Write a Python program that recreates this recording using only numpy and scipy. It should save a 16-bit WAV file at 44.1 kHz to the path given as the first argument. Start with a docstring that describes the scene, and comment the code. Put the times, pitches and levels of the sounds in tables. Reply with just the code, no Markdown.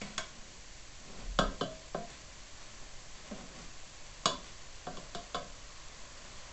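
"""A tiled kitchen, close to the stove: a wooden spoon turns food in a steel pot that a hand holds steady.
The spoon knocks on the wall: damped modes, a noise crack and a short clack ring in six bands.
Between knocks the food squelches and tumbles, made of coloured random grains and short noise pops.
Behind lie a faint sizzle of shaped noise with the hollow of the pot, and a low rumble of air."""
import sys
import numpy as np
from scipy import signal
from scipy.fft import rfft, irfft, next_fast_len
from scipy.io import wavfile
from scipy.ndimage import uniform_filter1d

SR = 44100
rng = np.random.default_rng(int(sys.argv[2]) if len(sys.argv) > 2 else 0)


def put_to_file(sound):
    """Save the sound as 16-bit audio at rate SR, in the file named by the first command-line argument."""
    columns = np.atleast_2d(sound).T  # one column per channel
    safe = np.clip(columns, -1, 1)
    whole_steps = np.round(safe * 32767)
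    wavfile.write(sys.argv[1], SR, whole_steps.astype(np.int16))


N = 287644

# families of modes, in the order thump, base, wall, spoon, rim, tick: lowest f/Hz, highest f/Hz
MODE_FAMILIES = [(100, 440), (430, 790), (1010, 1690), (1690, 2750), (2850, 5200), (5200, 8600)]


def amp(db):
    """Decibels to gain."""
    return 10 ** (np.asarray(db) / 20)


def unit(x):
    """x at rms 1."""
    return x / np.sqrt(np.mean(x ** 2) + 1e-20)


def along(points, hz):
    """(f/Hz, value) points read on a logarithmic frequency axis."""
    f, value = np.transpose(points)
    return np.interp(np.log(hz + 1), np.log(f + 1), value)


def filtered(x, response):
    """x times a response of frequency."""
    m = next_fast_len(len(x) + SR // 2)
    gain = response(np.fft.rfftfreq(m, 1 / SR))
    return irfft(rfft(x, m) * gain, m)[:len(x)]


def coloured(x, spectrum):
    """x shaped by a spectrum of relative levels, at rms 1."""
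    return unit(filtered(x, lambda hz: amp(along(spectrum, hz))))


def evened(x, width_hz):
    """A decaying burst with its chance peaks and dips of colour levelled out."""
    m = 2 * len(x)
    z = rfft(x, m)
    bins = max(int(width_hz * m / SR), 1)
    power = np.abs(uniform_filter1d(np.abs(z) ** 2, bins))
    return irfft(z / np.sqrt(power + 1e-12), m)[:len(x)] * np.linalg.norm(x)


def swell(middle_s, half_s):
    """A smooth bell-shaped rise and fall around a moment."""
    t = np.arange(N) / SR
    return np.exp(-((t - middle_s) / half_s) ** 2)


def grains(rate, spread_db):
    """Single-sample random impulses of uneven size, on average rate a second, at rms 1."""
    sizes = rng.standard_normal(N) * amp(spread_db * rng.standard_normal(N))
    present = rng.random(N) < rate / SR
    return unit(present * sizes)


def add(track, s, sound):
    """Mix a sound in at time s."""
    part = track[max(round(s * SR), 0):][:len(sound)]
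    part += sound[:len(part)]


def kitchen(wall_db, tail_db):
    """Room response: the direct sound, quick echoes from pot and tiles, a diffuse tail."""
    # decay of the tail: f/Hz, t60/s
    decay = [(120, 0.34), (300, 0.57), (700, 0.34), (1800, 0.32), (4000, 0.31), (8000, 0.23)]
    hz, t, z = signal.stft(rng.standard_normal(SR // 2), SR, nperseg=256)
    fade_db = -60 * t / along(decay, hz)[:, None]
    tail = signal.istft(z * amp(fade_db), SR)[1][:SR // 2]
    t = np.arange(len(tail)) / SR
    tail = tail * (1 - np.exp(-t / 0.0016))  # the tail builds up behind the first echoes
    near = rng.standard_normal(len(t)) * (t / 0.002) * np.exp(-t / 0.0026)
    direct = t == 0
    return direct + amp(wall_db) * near / np.linalg.norm(near) + amp(tail_db) * tail / np.linalg.norm(tail)


def air(rumble_db=-49.0, draught_db=-38.5):
    """A low rumble of air around the stove, as low noise; one draught brushes the microphone."""
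    # steady rumble: f/Hz, relative level/dB
    rumble_spectrum = [(12, 4), (25, -6), (45, -7), (70, -14.5), (130, -17), (200, -25), (320, -24.5),
                       (450, -29), (800, -26), (1600, -60)]
    puff_spectrum = [(12, -34), (25, -5.0), (38, 8), (55, -11.5), (100, -17), (400, -79)]  # same columns
    puff = coloured(rng.standard_normal(N), puff_spectrum)
    rumble = coloured(rng.standard_normal(N), rumble_spectrum)
    return amp(rumble_db) * rumble + amp(draught_db) * swell(middle_s=1.397, half_s=0.16) * puff


def sizzle(fizz_db=-7):
    """Moisture boils off the hot base: a slowly rising hiss with fizz in it; the pot's hollow sounds too."""
    # hiss of the base: f/Hz, relative level/dB
    hiss_spectrum = [(820, -36.5), (1400, -3.5), (1660, -1), (1790, -0.5), (4030, -2.5), (4400, 0.5),
                     (5160, -3.5), (5800, -1), (7330, -0.5), (7710, -2), (8000, -15), (10400, -3),
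                     (17600, -120)]
    # resonances of the air in the open pot: f/Hz, width/Hz, relative level/dB
    resonances = [(610, 112, 14.5), (1040, 200, 14.5), (1870, 230, -6.5)]
    hiss_db, hiss_rise_db_per_s = -54.5, 0.14  # level at the start, and its rise as steam builds
    hollow_db, hollow_rise_db_per_s = -65, 1.03

    def cavity(f):
        """Sum of the resonances, each a second-order band-pass."""
        return sum(amp(db) * 1j * f * width / (centre * centre - f * f + 1j * f * width)
                   for centre, width, db in resonances)

    t = np.arange(N) / SR
    fizz = amp(fizz_db) * grains(rate=1500, spread_db=1.5)
    hiss = coloured(rng.standard_normal(N) + fizz, hiss_spectrum)
    hollow = unit(filtered(rng.standard_normal(N), cavity))
    hiss_gain = amp(hiss_db + hiss_rise_db_per_s * t)
    hollow_gain = amp(hollow_db + hollow_rise_db_per_s * t)
    return hiss_gain * hiss + hollow_gain * hollow


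def food(pop_db=-5, pop_life_s=0.0012):
    """Pushed food drops in soft lumps and parts with small wet crackles, swelling with each stroke."""
    # tumbling lumps: f/Hz, relative level/dB
    lump_spectrum = [(90, -9.5), (165, 9.5), (330, -2.5), (750, -1.5), (900, -7), (1250, -10), (2000, -37),
                     (5000, -50)]
    # wet crackle: f/Hz, relative level/dB
    wet_spectrum = [(400, -15.5), (1150, -3), (2300, -5.5), (4000, -7), (8000, -11.5)]
    # spoon pushes through the food: middle t/s, half length/s, tumbling level/dB, squelch level/dB
    strokes = [(0.017, 0.12, -59, -48.5), (0.413, 0.16, -62, -62.5), (1.1, 0.085, -54, -57),
               (1.203, 0.033, -52, -54.5), (2.122, 0.091, -66, -55.5), (2.342, 0.057, -67, -59),
               (2.63, 0.086, -65.5, -56), (2.857, 0.16, -64, -72), (3.174, 0.062, -62.5, -59),
               (3.274, 0.022, -55, -49), (3.372, 0.039, -49, -54), (3.567, 0.069, -54, -53),
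               (4.454, 0.036, -78, -53), (5.95, 0.12, -66.5, -66), (6.35, 0.23, -64.5, -56.5)]
    # wet pops in the food: t/s, level/dB before pop_db is added
    pops = [(2.1012, -28), (2.613, -33), (3.2704, -46), (3.5892, -30)]
    lumps = coloured(grains(rate=300, spread_db=2), lump_spectrum)
    crackle = coloured(grains(rate=1200, spread_db=2.5), wet_spectrum)
    close = np.zeros(N)
    for middle_s, half_s, lump_db, wet_db in strokes:
        close += swell(middle_s, half_s) * (amp(lump_db) * lumps + amp(wet_db) * crackle)
    burst = np.exp(-np.arange(SR // 20) / SR / pop_life_s)
    for s, db in pops:
        add(close, s, amp(db + pop_db) * rng.standard_normal(len(burst)) * burst)
    room = kitchen(wall_db=-23, tail_db=2.5)
    return signal.fftconvolve(close, room / np.linalg.norm(room))[:N]


def family_levels(strength_db, depth_db, contact_s, wood_db, favoured_hz, spot_lift_db=3):
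    """Depth in the food adds thump, a long soft contact loses treble, and the spoon's wood clacks on its own."""
    # how readily each family answers a blow: level/dB, share of the depth that it gains
    answer = [(.5, 1), (1.43, 0.56), (-0.5, 0), (0, 0), (3, 0), (1.5, 0)]
    spoon_family = 3
    lo, hi = np.transpose(MODE_FAMILIES)
    answer_db, depth_share = np.transpose(answer)
    centre_hz = np.sqrt(lo * hi)
    softness_db = 10 * np.log10(1 + (centre_hz * contact_s) ** 4)
    # the struck spot also lifts the family of its favoured mode
    lift_db = spot_lift_db * ((lo <= favoured_hz) & (favoured_hz < hi))
    pot_db = answer_db + depth_share * depth_db - softness_db + lift_db
    return strength_db + np.where(np.arange(len(lo)) == spoon_family, wood_db, pot_db)


def knocks(crack_db=2, crack_t60=0.042, snap_db=4, snap_t60=0.017, clack_db=8, clack_t60=0.018,
           scatter_db=1.1, favour_db=14, favour_width=0.028):
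    """Where the spoon lands decides how strongly each family of modes rings, and favours one mode."""
    # spoon on pot: t/s, strength level/dB, depth in the food/dB, contact time/s,
    # clack of the spoon's wood level/dB re strength, favoured mode f/Hz, ring length factor
    blows = [(0.015, -55, 8.5, 0.00012, 7, 205, 0.92), (0.179, -43, -8.5, .00003, 0, 1610, 0.63),
             (1.388, -31.5, 0, 0.00034, -16, 1220, 0.77), (1.610, -39, 2, 0.0004, -20, 3036, 1.17),
             (1.945, -40, -1, 0.00089, -21, 694, 1.1), (3.311, -50, 3.5, 0.0011, -12, 205, 1.1),
             (4.256, -33.5, -4.5, .00015, -12, 1071, 0.71), (4.868, -46.5, 1, 0.00058, -18, 711, 1.16),
             (4.970, -55.5, 4.5, 0.00023, -13, 1050, 1.1), (5.148, -48, 1, 0.00022, -12, 694, 0.85),
             (5.345, -38, -8, .00038, -14.5, 680, 1.3)]
    # modes of the filled pot and the spoon: f/Hz, relative level/dB, t60/s before the length factor
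    pot_modes = [(135.4, -4.5, 0.15), (168.3, 1.5, 0.14), (205, -2, 0.18), (268, -2, 0.16),
                 (330, -2, 0.056), (394, 1.5, 0.1), (482, 6, 0.026), (540, 5.5, 0.026), (580, 3.5, 0.07),
                 (640.5, -6.5, 0.3), (694, -3.5, 0.13), (730, 0, 0.079), (1050, 5, 0.036),
                 (1128, -3.5, 0.069), (1250, 2, 0.029), (1360, -0.5, 0.034), (1563, -8, 0.17),
                 (1640, -8, 0.043), (2220, 3, 0.029), (2910, -2.5, 0.1), (3085, -1.5, 0.04),
                 (3330, -2.5, 0.039), (3424, 6, 0.037), (3860, -3.5, .06), (3987, -7.5, 0.081),
                 (4680, -3, 0.081), (5590, 5, 0.039), (6625, 6.5, 0.048), (7170, 2, 0.085)]
    out, t = np.zeros(N), np.arange(SR // 2) / SR

    def fade(t60):
        """Exponential decay by 60 dB in t60 seconds."""
        return np.exp(-np.log(1000) * t / t60)

    hz, mode_db, t60 = np.transpose(pot_modes)
    for s, strength_db, depth_db, contact_s, wood_db, favoured_hz, length in blows:
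        levels = family_levels(strength_db, depth_db, contact_s, wood_db, favoured_hz)
        room = evened(kitchen(wall_db=-4, tail_db=-4.0), width_hz=66)
        # the pressing spoon and the shifting food detune the modes a little
        pitch = hz * (1 + 0.002 * rng.standard_normal(len(hz)))
        # favour_width is in natural log of frequency
        spot_db = favour_db * np.exp(-(np.log(hz / favoured_hz) / favour_width) ** 2)
        size = amp(mode_db + spot_db + scatter_db * rng.standard_normal(len(hz)))
        size = size * rng.choice([-1, 1], len(hz))
        modes = size[:, None] * np.sin(2 * np.pi * pitch[:, None] * t) * fade(length * t60[:, None])
        # countless damped modes blur into a crack that starts with the snap of contact
        envelope = amp(crack_db) * fade(length * crack_t60) + amp(snap_db) * fade(snap_t60)
        crack = evened(rng.standard_normal(len(t)) * envelope, width_hz=200)
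        # the spoon's own heavily damped bending mode gives a short clack, its pitch set by the grip
        clack = amp(clack_db) * np.cos(2 * np.pi * favoured_hz * t) * fade(clack_t60)
        for (lo, hi), db in zip(MODE_FAMILIES, levels):
            band = signal.butter(N=3, Wn=[lo, hi], btype="band", fs=SR, output="sos")
            family = modes[(hz >= lo) & (hz < hi)].sum(0)
            ring = signal.sosfilt(band, family + 2 * crack + clack)
            heard = signal.fftconvolve(ring, room)[:len(t)]
            # a level is the family's whole energy spread over 40 ms
            add(out, s, amp(db) * heard / np.sqrt(np.sum(heard ** 2) / (0.04 * SR)))
    return out


def scene():
    """Everything as one close microphone hears it."""
    return (air() + sizzle() + food() + knocks())[None]


def record(dry):
    """The recorder's steep low-pass cuts what lies above its band limit."""
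    top_hz = 8050
    low_pass = signal.cheby1(14, 0.2, top_hz, fs=SR, output="sos")  # order 14, ripple 0.2 dB
    return signal.sosfilt(low_pass, dry)


dry = scene()
out = record(dry)
put_to_file(out)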